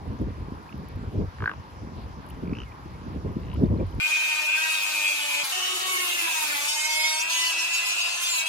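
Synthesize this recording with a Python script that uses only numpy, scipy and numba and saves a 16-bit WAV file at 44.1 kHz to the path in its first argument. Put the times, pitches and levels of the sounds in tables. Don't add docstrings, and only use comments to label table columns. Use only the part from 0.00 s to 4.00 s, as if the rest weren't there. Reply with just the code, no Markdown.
import sys
import numpy as np
from scipy import signal
from scipy.fft import rfft, irfft
from scipy.io import wavfile
from scipy.ndimage import uniform_filter1d
from numba import njit

SR = 44100
rng = np.random.default_rng(int(sys.argv[2]) if len(sys.argv) > 2 else 0)


def wrap_up_sound(samples):
    columns = np.atleast_2d(samples).T
    tamed = np.clip(columns, -1, 1)
    steps = np.round(tamed * 32767).astype(np.int16)
    wavfile.write(sys.argv[1], SR, steps)


N = 176400
T = np.arange(N) / SR
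HZ = np.maximum(np.fft.rfftfreq(N, 1 / SR), 1)

# (frequency [Hz], shared share of power [0-1], lead of the right [rad], left above right [dB])
PORT_PAIR = [(100, 0.2, 0.35, 0.4), (407, 1, 0.94, -0.1), (950, 0.31, 1.74, 0.5), (1545, 0.73, 3.02, -3.5),
             (1893, 0.66, 6.3, 3), (2380, 0.46, 6.5, -0.5), (3740, 0.14, 6.3, 2.5), (5000, 0.27, 8.1, 6.5),
             (6670, 0, 6.8, 4.5), (7130, 0.94, 8.2, -3.5), (8750, 1, 10.02, 2.5), (11420, 1, 11.97, -2),
             (13450, .99, 18, 1.5), (14800, 0.8, 15.7, -1)]

# (frequency [Hz], relative level [dB per Hz])
LAKE_COLOUR = [(25, -23), (50, -21), (150, -4.5), (350, -4.5), (600, -5.5), (800, -1.5), (1000, 1),
               (1300, -5.5), (1600, -6.5), (1800, -12.5), (2600, -15), (3850, -20), (5200, -21),
               (6500, -28.5), (9500, -32.5), (13000, -34.5), (15600, -46)]
LAKE_DB = -47
LAKE_FLICKER_DB, TREBLE_FLICKER_DB = 1.34, 1

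# (time [s], rumble level [dB], flutter above rumble [dB])
GUST_COURSE = [(0.0, -43, -4.5), (0.08, -35, -1.5), (0.18, -43.5, 1.5), (0.24, -29, -2),
               (0.38, -37.5, -12.5), (0.42, -40, -2.5), (0.56, -36, -9.5), (0.7, -55, 2),
               (0.76, -37.5, -1.5), (0.9, -41, -6.5), (1.09, -30, -11), (1.11, -41, -4), (1.2, -26, 3),
               (1.29, -34, -21), (1.32, -57, -3), (1.43, -26.5, -12), (1.49, -55, 6), (1.6, -36.5, -9),
               (1.63, -56.5, 3), (1.8, -38, -5), (2.36, -44, -2.5), (2.52, -32.5, -1), (2.71, -43.5, -11.5),
               (2.79, -54.5, 2), (2.85, -40.5, -5.5), (3.05, -45.5, 0), (3.08, -35, -6.5),
               (3.17, -33.5, -2.5), (3.22, -40, -6.5), (3.264, -26.5, -0.5), (3.33, -35.5, -2),
               (3.518, -34, -5), (3.646, -27, 4.5), (3.685, -28.5, -8.5), (3.72, -25.5, -1),
               (3.794, -27.5, 0), (3.832, -21, -3.5), (3.86, -29, -25), (3.892, -37.5, -8.5),
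               (4.0, -32.5, -3.5)]
# (frequency [Hz], relative level [dB per Hz])
RUMBLE_COLOUR = [(25, -21), (45, 10.5), (65, 14), (110, 12), (170, -2), (300, -56), (600, -94)]
FLUTTER_COLOUR = [(50, -23), (90, -7.5), (170, 1.5), (300, -4.5), (450, -12), (650, -20.5), (1000, -57),
                  (2000, -100)]
CRACKLE_COLOUR = [(250, -41), (400, 5), (550, -2), (750, -14.5), (1100, -16), (2000, -77)]
RUMBLE_ROUGH_DB, FLUTTER_ROUGH_DB, CRACKLE_ROUGH_DB = 2.0, 2.6, 3
CRACKLE_DB, CRACKLE_GROWTH = -14.5, 0.48
CRACKLE_FOLLOWS = 0.45
WIND_ALIKE = 0.87

# (time [s], envelope peak level [dB])
THUMP_HITS = [(0.215, -17), (0.269, -21), (0.333, -34), (0.483, -27.5), (0.52, -20.5), (0.741, -29),
              (0.969, -26), (1.033, -28.5), (1.189, -14.5), (1.872, -27), (2.435, -23), (2.479, -23),
              (2.525, -15.5), (2.858, -28.5), (3.016, -30), (3.067, -27.5), (3.16, -19.5), (3.248, -21.5),
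              (3.367, -16), (3.456, -27.5), (3.573, -18.5), (3.619, -12.5), (3.634, -5), (3.701, -18),
              (3.785, -20), (3.82, -15.5)]
THUMP_HZ, THUMP_CYCLES = 227.3, 1.45
THUMP_SAG = 0.4

# (time [s], envelope peak level [dB])
CLEAR_TICKS = [(0.778, -43), (0.8869, -36), (0.9592, -45), (2.265, -42), (2.289, -39), (2.2914, -49),
               (2.3003, -37), (2.3042, -32.5), (3.5404, -37.5), (3.809, -50), (3.8671, -47), (3.911, -47),
               (3.9497, -43)]
TICK_HZ, TICK_SPREAD_HZ, TICK_CYCLES = 11200, 900, 1.1
SPRAY_PER_S, SPRAY_DB, SPRAY_SPREAD_DB = 70, -64, 2
SPRAY_LOW_HZ, SPRAY_HIGH_HZ, SPRAY_CYCLES = 6100, 14100, 3.4

# (time [s], level [dB], start pitch [Hz], end over start pitch [ratio], length [ms], left above right [dB])
BUBBLE_TONES = [(.661, -49, 1500, 1.6, 16, -4), (0.692, -44, 2500, 0.97, 9.8, -4.5),
                (0.7262, -45.5, 2800, 0.95, 6.5, -16), (0.7255, -50, 2100, 1.2, 10, -6),
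                (1.458, -47, 3880, 1.4, 14, 4), (1.62, -53, 878, 1, 65, 7),
                (2.305, -44.5, 2650, 1.36, 7.9, 1), (2.935, -57, 2170, 1.06, 70, 0),
                (2.66, -53.5, 2260, 0.72, 105, -5.5), (2.7179, -46, 2300, 1.15, 13, 0),
                (3.533, -46.5, 995, 1, 34, 22), (3.556, -45.5, 1146, 1.45, 18, 2),
                (3.645, -53, 3660, .93, 8, 7), (3.659, -53, 4500, 0.96, 6.2, -4),
                (3.743, -62, 3150, 0.77, 4.7, 3), (3.775, -51, 4120, 1, 8, 5),
                (3.797, -48.5, 2400, 0.96, 24, -1), (3.925, -52.5, 3080, 0.99, 8, 9.5)]

# (time [s], level [dB], first throat resonance [Hz], second throat resonance [Hz],
#  second above first [dB], beak resonance [Hz], beak above first throat [dB])
GRUNT_VOICES = [
    [(1.3843, -38, 1035, 1885, -6, 2300, -1), (1.42, -23, 1180, 1570, -4.5, 1890, -7),
     (1.44, -26, 1160, 1490, 3, 1880, -5), (1.46, -25, 1200, 1570, 8, 2000, -6),
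     (1.478, -25, 1190, 1560, 7, 2550, -7), (1.495, -27, 1220, 1560, 7, 2900, -7),
     (1.515, -26.5, 1260, 1540, -13, 2620, -5), (1.54, -37, 990, 1680, -7, 2400, -3)],
    [(2.4358, -48, 2450, 4900, -15, 1300, -10), (2.495, -35.5, 2640, 4900, -13, 1290, -8),
     (2.515, -39, 2520, 4970, -19, 1300, -6), (2.535, -29.5, 2620, 5100, -17, 1280, -8),
     (2.585, -27.5, 3040, 6100, -20, 1480, -8), (2.64, -35.5, 2980, 6040, -14, 1290, -3)],
    [(3.378, -63, 2800, 2220, -5, 4000, -19), (3.43, -42, 2850, 2250, 2, 4000, -14),
     (3.468, -45, 2850, 1900, 0, 4000, -14), (3.501, -36, 2950, 2190, -7, 4000, -8),
     (3.565, -39, 3040, 2350, -3, 3950, -13)],
]
# (time [s], rate [pulses per s])
GRUNT_RATES = [
    [(1.385, 50), (1.432, 57.3), (1.478, 55.5), (1.54, 43)],
    [(2.4352, 50), (2.525, 52), (2.6, 63), (2.64, 62.5)],
    [(3.378, 52.5), (3.565, 68)],
]
# (left above right [dB], right late [ms], throat width [Hz],
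#  width of two further filter passes [multiple], chest above first throat [dB], rise in a pulse [0-1])
SWAN_BODIES = [(-.5, .1, 185, 5.5, -16, .03), (0, 0.034, 430, 1.5, -16, 0.25),
               (4.5, 0.062, 450, 1.6, -21, 0.2)]
GRUNT_JITTER, GRUNT_SCATTER_DB, GRUNT_RASP = 0.002, 0.8, 0.04
BEAK_WIDTH_HZ, CHEST_HZ, CHEST_WIDTH_HZ = 550, 386, 150
ECHO_S, ECHO_DB = 0.16, -12

TOP_HZ = 15700


def undb(db):
    return 10 ** (np.asarray(db) / 20)


def level(x, db):
    return x * undb(db) / np.sqrt(np.mean(x ** 2))


def over_hz(table):
    rows = np.array(table).T
    return [np.interp(np.log(HZ), np.log(rows[0]), column) for column in rows[1:]]


def over_time(table):
    rows = np.array(table).T
    return [np.interp(T, rows[0], column) for column in rows[1:]]


def walk(rate):
    hold = int(SR / rate)
    steps = np.repeat(rng.standard_normal(N // hold + 1), hold)
    return 1.74 * uniform_filter1d(uniform_filter1d(steps, hold), hold)[:N]


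def noises(gain):
    return irfft(rfft(rng.standard_normal((3, N))) * gain, N)


@njit
def resonator(x, hz, width):
    y, band, low = np.empty(len(x)), 0., 0.
    for i in range(len(x)):
        g, damping = np.tan(np.pi * hz[i] / SR), width / hz[i]
        v = (band + g * (x[i] + 1e-18 - low)) / (1 + g * (g + damping))
        band, low, y[i] = 2 * v - band, low + 2 * g * v, damping * v
    return y


def ports(shared, own=0, alike=None):
    table_alike, lead, db = over_hz(PORT_PAIR)
    alike = np.clip(table_alike if alike is None else alike, 0, 1)
    side = np.array([[1], [-1]])
    common = np.sqrt(alike) * rfft(shared) * np.exp(-.5j * lead * side)
    separate = np.sqrt(1 - alike) * rfft(own + np.zeros((2, N)))
    return irfft((common + separate) * undb(db * side / 2), N)


def place(x, pan_db, late_ms):
    left = x * undb(pan_db / 2)
    right = np.interp(T - late_ms / 1000, T, x) * undb(-pan_db / 2)
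    return np.array([left, right])


def lake():
    colour, wash = undb(over_hz(LAKE_COLOUR)[0]), 0
    for centre in np.arange(5, 14.5, .5):
        band = np.cos(np.pi * np.clip(np.log2(HZ) - centre, -.5, .5))
        flicker_db = np.interp(centre, np.log2([4000, 12000]), [LAKE_FLICKER_DB, TREBLE_FLICKER_DB])
        wash = wash + noises(colour * band) * undb(flicker_db * walk(21.99))
    wash = level(wash, LAKE_DB)
    return ports(wash[0], wash[1:])


def wind_layer(colour, db):
    return level(noises(undb(over_hz(colour)[0])), 0) * undb(db)


def thumps():
    out = np.zeros(N)
    for start, db in THUMP_HITS:
        turn = (T - start) * THUMP_HZ - THUMP_CYCLES / 2
        envelope = np.exp(-(2.55 * turn / THUMP_CYCLES) ** 2)
        out += undb(db) * envelope * np.sin(2 * np.pi * (turn - THUMP_SAG * turn ** 2 / 2))
    return out


def wind():
    rumble_db, above_db = over_time(GUST_COURSE)
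    flutter_db = rumble_db + above_db + FLUTTER_ROUGH_DB * walk(80)
    gust_db = rumble_db + CRACKLE_FOLLOWS * (flutter_db - rumble_db)
    crackle_db = gust_db + CRACKLE_DB + CRACKLE_GROWTH * (gust_db + 31.5) + CRACKLE_ROUGH_DB * walk(110)
    air = wind_layer(RUMBLE_COLOUR, rumble_db + RUMBLE_ROUGH_DB * walk(25.61))
    air += wind_layer(FLUTTER_COLOUR, flutter_db)
    air += wind_layer(CRACKLE_COLOUR, crackle_db)
    air[0] += thumps()
    return ports(air[0], air[1:], WIND_ALIKE)


def ticks():
    clear = np.array(CLEAR_TICKS)
    clear_hz = TICK_HZ + TICK_SPREAD_HZ * rng.standard_normal(len(clear))
    clear = np.c_[clear, clear_hz, np.full(len(clear), TICK_CYCLES)]

    chance = rng.random((int(SPRAY_PER_S * N / SR), 3))
    spray_s = chance[:, 0] * N / SR
    spray_db = SPRAY_DB - SPRAY_SPREAD_DB * np.log(chance[:, 1])
    spray_hz = SPRAY_LOW_HZ + (SPRAY_HIGH_HZ - SPRAY_LOW_HZ) * chance[:, 2]
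    spray = np.c_[spray_s, spray_db, spray_hz, np.full(len(chance), SPRAY_CYCLES)]

    out, t = np.zeros(N + 256), T[:256]
    for start, db, hz, cycles in np.r_[clear, spray]:
        u = t * hz / cycles
        envelope = np.e * u * np.exp(-u)
        first = int(start * SR)
        out[first:first + 256] += undb(db) * envelope * np.sin(2 * np.pi * hz * t)
    return ports(out[:N], alike=1)


def bubbles():
    out = np.zeros((2, N))
    for start, db, hz, glide, ms, pan_db in BUBBLE_TONES:
        u = np.clip((T - start) * 1000 / ms, 0, 1)
        tone = np.sin(2 * np.pi * hz * ms / 1000 * (u + (glide - 1) * u ** 2 / 2))
        envelope = np.sin(np.pi * u ** 0.37) ** 2
        out += place(undb(db) * tone * envelope, pan_db, 0.016)
    return out


def echo(voice):
    tail = rng.standard_normal((2, SR // 4)) * undb(-60 * T[:SR // 4] / ECHO_S)
    tail = level(tail, ECHO_DB) * np.sqrt(4 / SR)
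    return signal.fftconvolve(voice[None], tail, axes=1)[:, :N]


def grunt(table, rates, swan):
    pan_db, late_ms, width_hz, soften, chest_db, rise = swan
    db, first_hz, second_hz, second_db, beak_hz, beak_db = over_time(table)
    on = (T >= rates[0][0]) & (T < rates[-1][0])
    rate = over_time(rates)[0] * on * (1 + GRUNT_JITTER * walk(50))
    phase = np.cumsum(rate) / SR + on
    within = phase % 1

    pulses = np.maximum(np.diff(np.floor(phase), prepend=0), 0)
    rasp = GRUNT_RASP * on * np.exp(-within / 0.22) * rng.standard_normal(N)
    scatter = undb(GRUNT_SCATTER_DB * rng.standard_normal(64))[phase.astype(int)]
    push = (pulses + rasp) * scatter * undb(db)
    opening = 1 - rise * np.exp(-within / .06)

    def ring(hz, width):
        ringing = resonator(push, hz * opening, width)
        for _ in range(2):
            ringing = resonator(ringing, hz * opening, soften * width)
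        return ringing * SR / (np.pi * width)

    voice = ring(first_hz, width_hz) + undb(second_db) * ring(second_hz, width_hz)
    voice += undb(beak_db) * ring(beak_hz, BEAK_WIDTH_HZ)
    voice += undb(chest_db) * ring(CHEST_HZ, CHEST_WIDTH_HZ)
    return place(voice, pan_db, late_ms) + echo(voice)


def swans():
    return sum(grunt(*swan) for swan in zip(GRUNT_VOICES, GRUNT_RATES, SWAN_BODIES))


def scene():
    return lake() + wind() + ticks() + bubbles() + swans()


def record(dry):
    low_pass = signal.ellip(12, .2, 70, TOP_HZ, fs=SR, output="sos")
    return signal.sosfilt(low_pass, dry)


dry = scene()
out = record(dry)
wrap_up_sound(out)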